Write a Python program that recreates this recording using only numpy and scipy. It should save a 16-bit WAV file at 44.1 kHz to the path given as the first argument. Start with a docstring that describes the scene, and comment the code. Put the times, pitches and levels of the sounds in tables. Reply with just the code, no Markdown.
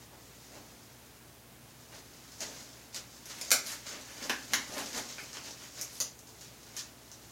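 """A thin plastic glove is pulled onto a hand in a small bathroom.
Stick-slip friction makes the film crackle as it slides, crumples and peels off the skin, while the
hand rubs inside it. Stretched and let go, the film snaps back with a crack, a slap and a soft thud.
The walls add reflections, a short reverberant tail and one standing wave.
A low hiss and a mains hum lie under it."""
import sys
import numpy as np
from scipy import signal
from scipy.fft import rfft, irfft
from scipy.io import wavfile
from scipy.ndimage import uniform_filter1d

SR = 44100
rng = np.random.default_rng(int(sys.argv[2]) if len(sys.argv) > 2 else 0)


def to_wav(sig):
    """Store sig (one row per channel, or 1-D mono) as 16-bit WAV at the path in sys.argv[1].

    Samples outside -1..1 are clipped; the rate is SR.
    """
    pcm = np.clip(np.atleast_2d(sig), -1, 1) * 32767
    pcm = np.round(pcm).astype(np.int16)
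    wavfile.write(sys.argv[1], SR, pcm.T)  # frames by channels


N = 322371

# spectrum of the hiss: (frequency [Hz], relative level [dB])
HISS_SPECTRUM = [(15, -65), (25, -62), (48, -13.5), (120, -3.5), (149, -5.5), (242, -9), (285, -7.5),
                 (416, -9.5), (545, -13.5), (641, -12.5), (1890, -18), (2840, -19.5), (5280, -23),
                 (9840, -22), (16000, -23.5)]
# partials of the mains hum: (frequency [Hz], peak level [dB])
HUM_PARTIALS = [(62, -66), (120, -62.5), (238, -68)]
# reverberation time of the bathroom: (frequency [Hz], time to decay by 60 dB [s])
ROOM_T60 = [(250, 0.52), (700, 0.36), (2000, 0.33), (6000, 0.28), (14000, 0.2)]

# spectra of the glove's five sounds, each: (frequency [Hz], relative level [dB])
SLIDE_SPECTRUM = [(1650, -39), (2800, -9.5), (3600, -6), (4600, -3), (6300, -0.5), (7000, -2.5),
                  (8300, -11), (11000, -21.5), (14500, -16), (16000, -32)]
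FOLD_SPECTRUM = [(470, -36), (800, -10.5), (1050, -6.5), (1500, -3), (2000, -2.5), (2800, -5.5),
                 (3600, -10), (4700, -13), (8000, -71.5)]
HAND_SPECTRUM = [(60, -72), (120, -35), (180, -13), (240, 1), (320, -5), (420, -3.5), (580, -1.5),
                 (720, -5), (950, -6.5), (1240, -16), (2100, -95)]
PEEL_SPECTRUM = [(5000, -22), (8000, 1), (11000, 2), (14500, -5), (16000, -18)]
CRACK_SPECTRUM = [(1650, -63), (2800, -9), (3700, -7.5), (4800, 2.5), (7000, -0.5), (8200, -6), (11000, -6),
                  (13500, -10), (16000, -14)]
# how hard the hands work between pulls, used relative to its mean: (time [s], level [dB])
EFFORT = [(0.0, -62.5), (0.43, -57), (1.51, -63), (2.36, -55), (2.46, -51.5), (2.97, -60), (3.3, -53),
          (3.46, -47), (3.6, -55), (3.93, -51.5), (4.66, -49.5), (4.91, -48), (5.5, -54), (5.94, -53),
          (6.13, -64), (6.8, -53.5), (6.94, -59.5), (7.31, -57)]
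# short slides of the film as the fingers pull; the last three levels are relative to the sliding:
# (time [s], half length [s], sliding [dB], crumpling [dB], rubbing [dB], peeling [dB])
PULLS = [ (0.01, 0.028, -55.5, -3, -12, -13.5), (0.137, 0.014, -68.5, -2, 13.5, -10),
         (0.558, 0.032, -58, 0, 5.5, -17), (1.95, .035, -55, -3, -1, -11), (2.335, .03, -55, -12, -8, -16),
         (2.421, 0.011, -38.5, -5.5, -9, -13), (2.49, 0.047, -57, -12, 2.5, -16),
         (2.565, 0.046, -51, -6.5, -7.5, -14), (2.959, 0.018, -41.5, -8, -10, -16),
         (3.303, 0.016, -45, -4, -13, -16), (3.377, .035, -50, -14, -10, -9),
         (3.681, 0.024, -40, -12, -20.5, -6.5), (3.72, .02, -43, -4.5, -18, -5),
         (3.877, 0.016, -42.5, -1.5, -12, -13), (3.93, 0.048, -55.5, 5, 0.5, -22),
         (4.13, 0.058, -55.5, 1, -5, -7), (4.238, 0.028, -46, 1, -2.5, -8), (4.3, 0.0029, -48.5, 18, 7, 2),
         (4.528, 0.016, -44.5, -3, -1.5, -7), (4.732, 0.033, -51, 1.5, 4, -4),
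         (4.786, 0.021, -43, 3, -2.5, -5), (4.86, .04, -45, -8, -8, -11),
         (4.967, 0.025, -38.5, -3, -4, -9.5), (5.107, 0.014, -43.5, -3, -20, -26),
         (5.203, 0.037, -47, -11, -9.5, -12), (5.347, 0.016, -52, 4, -4, -11),
         (5.466, .035, -45, -9, -11.5, -17), (5.626, 0.028, -52.5, -1, -14, -13),
         (5.782, 0.027, -44.5, -9.5, -14, -16), (5.97, 0.038, -51.5, -31, -21, -0.5),
         (6.281, 0.017, -55.5, -17, -5, -16), (6.418, 0.037, -53, -10, -15, -9),
         (6.782, 0.02, -43, -8, -40, -8.5), ]
# releases of the stretched film; slap and thud are relative to the crack: (time [s], crack energy [dB],
# slap [dB], thud [dB], crack frequency [Hz], slap frequency [Hz], sharpness [dB])
SNAPS = [ (2.406, -8, -12.5, -21, 6400, 1600, -10), (2.9459, -12, -12, -22, 5760, 2000, -7),
         (3.257, -18.5, -10, -22, 6540, 2490, 11), (3.4129, -8, -11, -15.5, 6400, 2440, 2),
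         (3.506, 0.5, -10, -28, 6000, 2200, 4), (3.516, 9.5, -6.5, -16.5, 6450, 1880, 4),
         (3.664, -13.5, -19, -28, 4900, 2100, 13), (3.7181, -14.5, -7.5, -19, 6100, 1876, 9),
         (4.2964, -4.5, 4.5, -7, 4900, 1550, 3.5), (4.5351, 2.5, -1.5, -18.5, 4270, 2100, -1),
         (5.183, -23.5, 10, -7, 5000, 2400, -11), (5.3307, -17, -13, -24, 5700, 2600, -10),
         (5.3702, -17, 0, -5.5, 4360, 2180, -10), (5.509, -18, -20, -8, 5200, 2100, -6),
         (5.7807, -22.5, -3, -12, 5300, 2200, -3), (5.8131, -6, -17, -27, 6340, 2170, 7),
         (6.0022, -1.5, -14.5, -20, 6400, 1890, 4.5), (6.01, -4, -21, -24, 6060, 1900, -12),
         (6.1904, -23, -25, -19, 6560, 2185, 6), (6.41, -23, -15, -13, 6400, 2200, 2),
         (6.7665, -11, -16, -30, 6400, 2000, 3), (7.1162, -19, -20, -18, 5900, 1410, -17), ]

HISS_DB, CUTOFF_HZ = -56, 16000
ROOM_MODE_HZ = 271.4  # a standing wave between the walls
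# each friction: level at mean effort [dB], slope [dB per dB of effort]
SLIDE_DB, SLIDE_SLOPE = -57.5, 1.23
CRUMPLE_DB, CRUMPLE_SLOPE = -64.5, 1.16
RUB_DB, RUB_SLOPE = -66.5, 0.63
PEEL_DB, PEEL_SLOPE = -72, 1.4
# a tighter film cracks higher; the thud falls THUD_DROP_OCTAVES for each octave that the crack falls
TIGHT_CRACK_HZ, TIGHT_THUD_HZ, THUD_DROP_OCTAVES = 6400, 580, 2.36


def from_db(db):
    """Amplitude ratio of a level: a factor of ten per 20 dB."""
    return 10 ** (np.asarray(db) / 20)


def unit_rms(x):
    """Power normalisation: the mean square becomes 1."""
    return x / np.sqrt(np.mean(x ** 2) + 1e-20)


def unit_energy(x):
    """Energy normalisation: the squares sum to 1."""
    return x / np.sqrt(np.sum(x ** 2) + 1e-20)


def at_hz(table, hz):
    """Linear interpolation of a table on a log-frequency axis."""
    table_hz, values = np.transpose(table)
    return np.interp(np.log(np.maximum(hz, 1)), np.log(table_hz), values)


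def drift(knots_per_s):
    """Slow random modulation: straight lines between Gaussian values, rms 1."""
    knots = rng.standard_normal(N // 20)
    return unit_rms(np.interp(np.arange(N) / SR * knots_per_s, np.arange(len(knots)), knots))


def minimum_phase(spectrum, size=2048):
    """Folding the cepstrum gives a spectrum its causal impulse response, here of unit energy."""
    magnitude = from_db(at_hz(spectrum, np.fft.rfftfreq(size, 1 / SR)))
    cepstrum = irfft(np.log(magnitude))
    cepstrum[1:size // 2] *= 2
    cepstrum[size // 2 + 1:] = 0
    return unit_energy(irfft(np.exp(rfft(cepstrum))))


def convolve(x, impulse_response):
    """Linear filtering by convolution, cut to the length of x."""
    return signal.fftconvolve(x, impulse_response)[:len(x)]


def resonate(x, hz, width_hz, lift_db):
    """A damped second-order resonance lifts one band of x, or cuts it if the lift is negative."""
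    radius = np.exp(-np.pi * width_hz / SR)
    numerator = np.array([1, 0, -1]) * (1 - radius ** 2) / 2
    denominator = [1, -2 * radius * np.cos(2 * np.pi * hz / SR), radius ** 2]
    return x + (from_db(lift_db) - 1) * signal.lfilter(numerator, denominator, x)


def hiss():
    """Stationary noise: white noise weighted by a spectrum that is strongest in the bass."""
    magnitude = from_db(at_hz(HISS_SPECTRUM, np.fft.rfftfreq(N, 1 / SR)))
    return from_db(HISS_DB) * unit_rms(irfft(rfft(rng.standard_normal(N)) * magnitude, N))


def mains_hum():
    """A sum of low sinusoids, each wavering by slow phase modulation."""
    t = np.arange(N) / SR
    return sum(from_db(db) * np.sin(2 * np.pi * hz * t + 0.83 * drift(7.8)) for hz, db in HUM_PARTIALS)


def bathroom(x, tail_db=3.0, early_db=0.0, early_s=0.02, gap_s=0.0017, reflections_per_s=2500):
    """Reverberation: direct sound, early reflections and a diffuse tail that dies sooner in the treble."""
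    t = np.arange(SR // 2) / SR
    hz = np.fft.rfftfreq(len(t), 1 / SR)
    diffuse = np.exp(2j * np.pi * rng.random(len(hz)))  # flat spectrum, random phases
    edges_hz = [0, 350, 700, 1400, 2800, 5000, 8000, 12000, SR // 2 + 1]
    tail = 0
    for low, high in zip(edges_hz, edges_hz[1:]):
        band = irfft(diffuse * (hz >= low) * (hz < high), len(t))
        t60 = at_hz(ROOM_T60, (low + high) / 2)
        tail = tail + band * np.exp(-np.log(1000) * t / t60)
    arrivals = rng.random(len(t)) < reflections_per_s / SR
    early = arrivals * (rng.random(len(t)) - .5) * np.exp(-t / early_s)
    after_gap = t > gap_s
    room = from_db(tail_db) * unit_energy(tail * after_gap)
    room += from_db(early_db) * unit_energy(early * after_gap)
    room[0] = 1  # direct sound
    return convolve(x, unit_energy(room))


def from_many_spots(x, count=6, block=256):
    """A distributed source: crinkles start all over the glove, and each spot has its own echoes."""
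    spot = np.repeat(rng.integers(0, count, N // block + 1), block)[:N]
    shares = [uniform_filter1d((spot == k) * 1.0, size=64) for k in range(count)]
    return sum(bathroom(x * share) for share in shares)


def friction(spectrum, slips_per_s, spread_db, smooth_db, creases_per_s, crease_db):
    """Stick-slip friction: clumps of tiny clicks over a smooth rub, with creases that flip; rms 1."""
    slips = rng.random(N) < slips_per_s * from_db(4 * drift(70)) / SR
    signs = rng.choice([-1, 1], N)
    sizes = from_db(spread_db * np.minimum(rng.exponential(1, N), 4))
    creases = (rng.random(N) < creases_per_s / SR) * rng.random(N)
    clicks = signs * (unit_rms(slips * sizes) + from_db(crease_db) * unit_rms(creases))
    smooth = from_db(smooth_db) * rng.standard_normal(N)
    return unit_rms(convolve(clicks + smooth, minimum_phase(spectrum)))


def friction_gains():
    """Incoherent sounds add in power: each friction follows the effort, and each pull adds a swell."""
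    t = np.arange(N) / SR
    effort_db = np.interp(t, *np.transpose(EFFORT))
    effort_db -= effort_db.mean()
    laws = [(SLIDE_DB, SLIDE_SLOPE), (CRUMPLE_DB, CRUMPLE_SLOPE),
            (RUB_DB, RUB_SLOPE), (PEEL_DB, PEEL_SLOPE)]
    power = np.array([from_db(db + slope * effort_db) ** 2 for db, slope in laws])
    for time_s, half_length_s, slide_db, *relative_db in PULLS:
        gains = from_db(slide_db) * np.append(1, from_db(relative_db))
        swell = np.exp(-((t - time_s) / half_length_s) ** 2)
        power += np.outer(gains ** 2, swell)
    return np.sqrt(power)


def glove_rustle():
    """Four frictions superpose: the film slides, crumples and peels while the hand rubs inside it."""
    slide, crumple, rub, peel = friction_gains()
    sliding = slide * friction(SLIDE_SPECTRUM, slips_per_s=1100, spread_db=3.0, smooth_db=0.5,
                               creases_per_s=63, crease_db=1)
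    crumpling = crumple * friction(FOLD_SPECTRUM, slips_per_s=700, spread_db=4.0, smooth_db=-9.5,
                                   creases_per_s=60, crease_db=-11)
    rubbing = rub * friction(HAND_SPECTRUM, slips_per_s=500, spread_db=2.5, smooth_db=-1.5,
                             creases_per_s=30, crease_db=-6.0)
    peeling = peel * friction(PEEL_SPECTRUM, slips_per_s=730, spread_db=3.5, smooth_db=-8,
                              creases_per_s=60, crease_db=0)
    return sliding + crumpling + rubbing + peeling


def impact(spectrum, flutter_s, flutter_db, size=2048):
    """Impulsive excitation: one click and the film's flutter, which dies within milliseconds."""
    age = np.arange(size) / SR / flutter_s
    burst = rfft(rng.standard_normal(size) * age * np.exp(-age))
    # the film spreads the blow in time but feeds all frequencies about equally
    flutter = irfft(burst / (np.abs(burst) + 1e-12))
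    excitation = unit_energy(flutter * np.exp(-(age / 10) ** 2))
    excitation[0] += from_db(-flutter_db)  # the click; flutter_db is relative to it
    return convolve(excitation, minimum_phase(spectrum))


def glove_snaps(size=SR // 2):
    """Released tension: the film cracks, slaps the skin and thuds on the hand, each snap at a new spot."""
    out = np.zeros(N + size)
    for time_s, crack_db, slap_db, thud_db, crack_hz, slap_hz, sharpness_db in SNAPS:
        slack_octaves = np.log2(TIGHT_CRACK_HZ / crack_hz)
        thud_hz = TIGHT_THUD_HZ / 2 ** (THUD_DROP_OCTAVES * slack_octaves)
        crack = impact(CRACK_SPECTRUM, flutter_s=0.0003, flutter_db=5.5)
        slap = impact(FOLD_SPECTRUM, flutter_s=0.00057, flutter_db=0.5)
        thud = impact(HAND_SPECTRUM, flutter_s=0.0018, flutter_db=-37)
        # the film is heavily damped, so its resonances are broad
        crack = resonate(crack, crack_hz, width_hz=1700, lift_db=6.5)
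        crack = unit_energy(resonate(crack, 12500, width_hz=6000, lift_db=sharpness_db))
        slap = unit_energy(resonate(slap, slap_hz, width_hz=900, lift_db=8))
        thud = unit_energy(resonate(thud, thud_hz, width_hz=180, lift_db=11))
        snap = crack + from_db(slap_db) * slap + from_db(thud_db) * thud
        start = int(time_s * SR)
        out[start:start + size] += from_db(crack_db) * bathroom(np.pad(snap, (0, size - len(snap))))
    return out[:N]


def scene():
    """Superposition of the glove, coloured by a room mode, with hiss and hum; both channels alike."""
    glove = from_many_spots(glove_rustle()) + glove_snaps()
    glove = resonate(glove, ROOM_MODE_HZ, width_hz=16, lift_db=6)
    mono = glove + hiss() + mains_hum()
    return np.array([mono, mono])


def record(dry):
    """Band limiting: an elliptic low-pass filter cuts the top steeply."""
    return signal.sosfilt(signal.ellip(10, .1, 70, CUTOFF_HZ, fs=SR, output="sos"), dry)


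dry = scene()
out = record(dry)
to_wav(out)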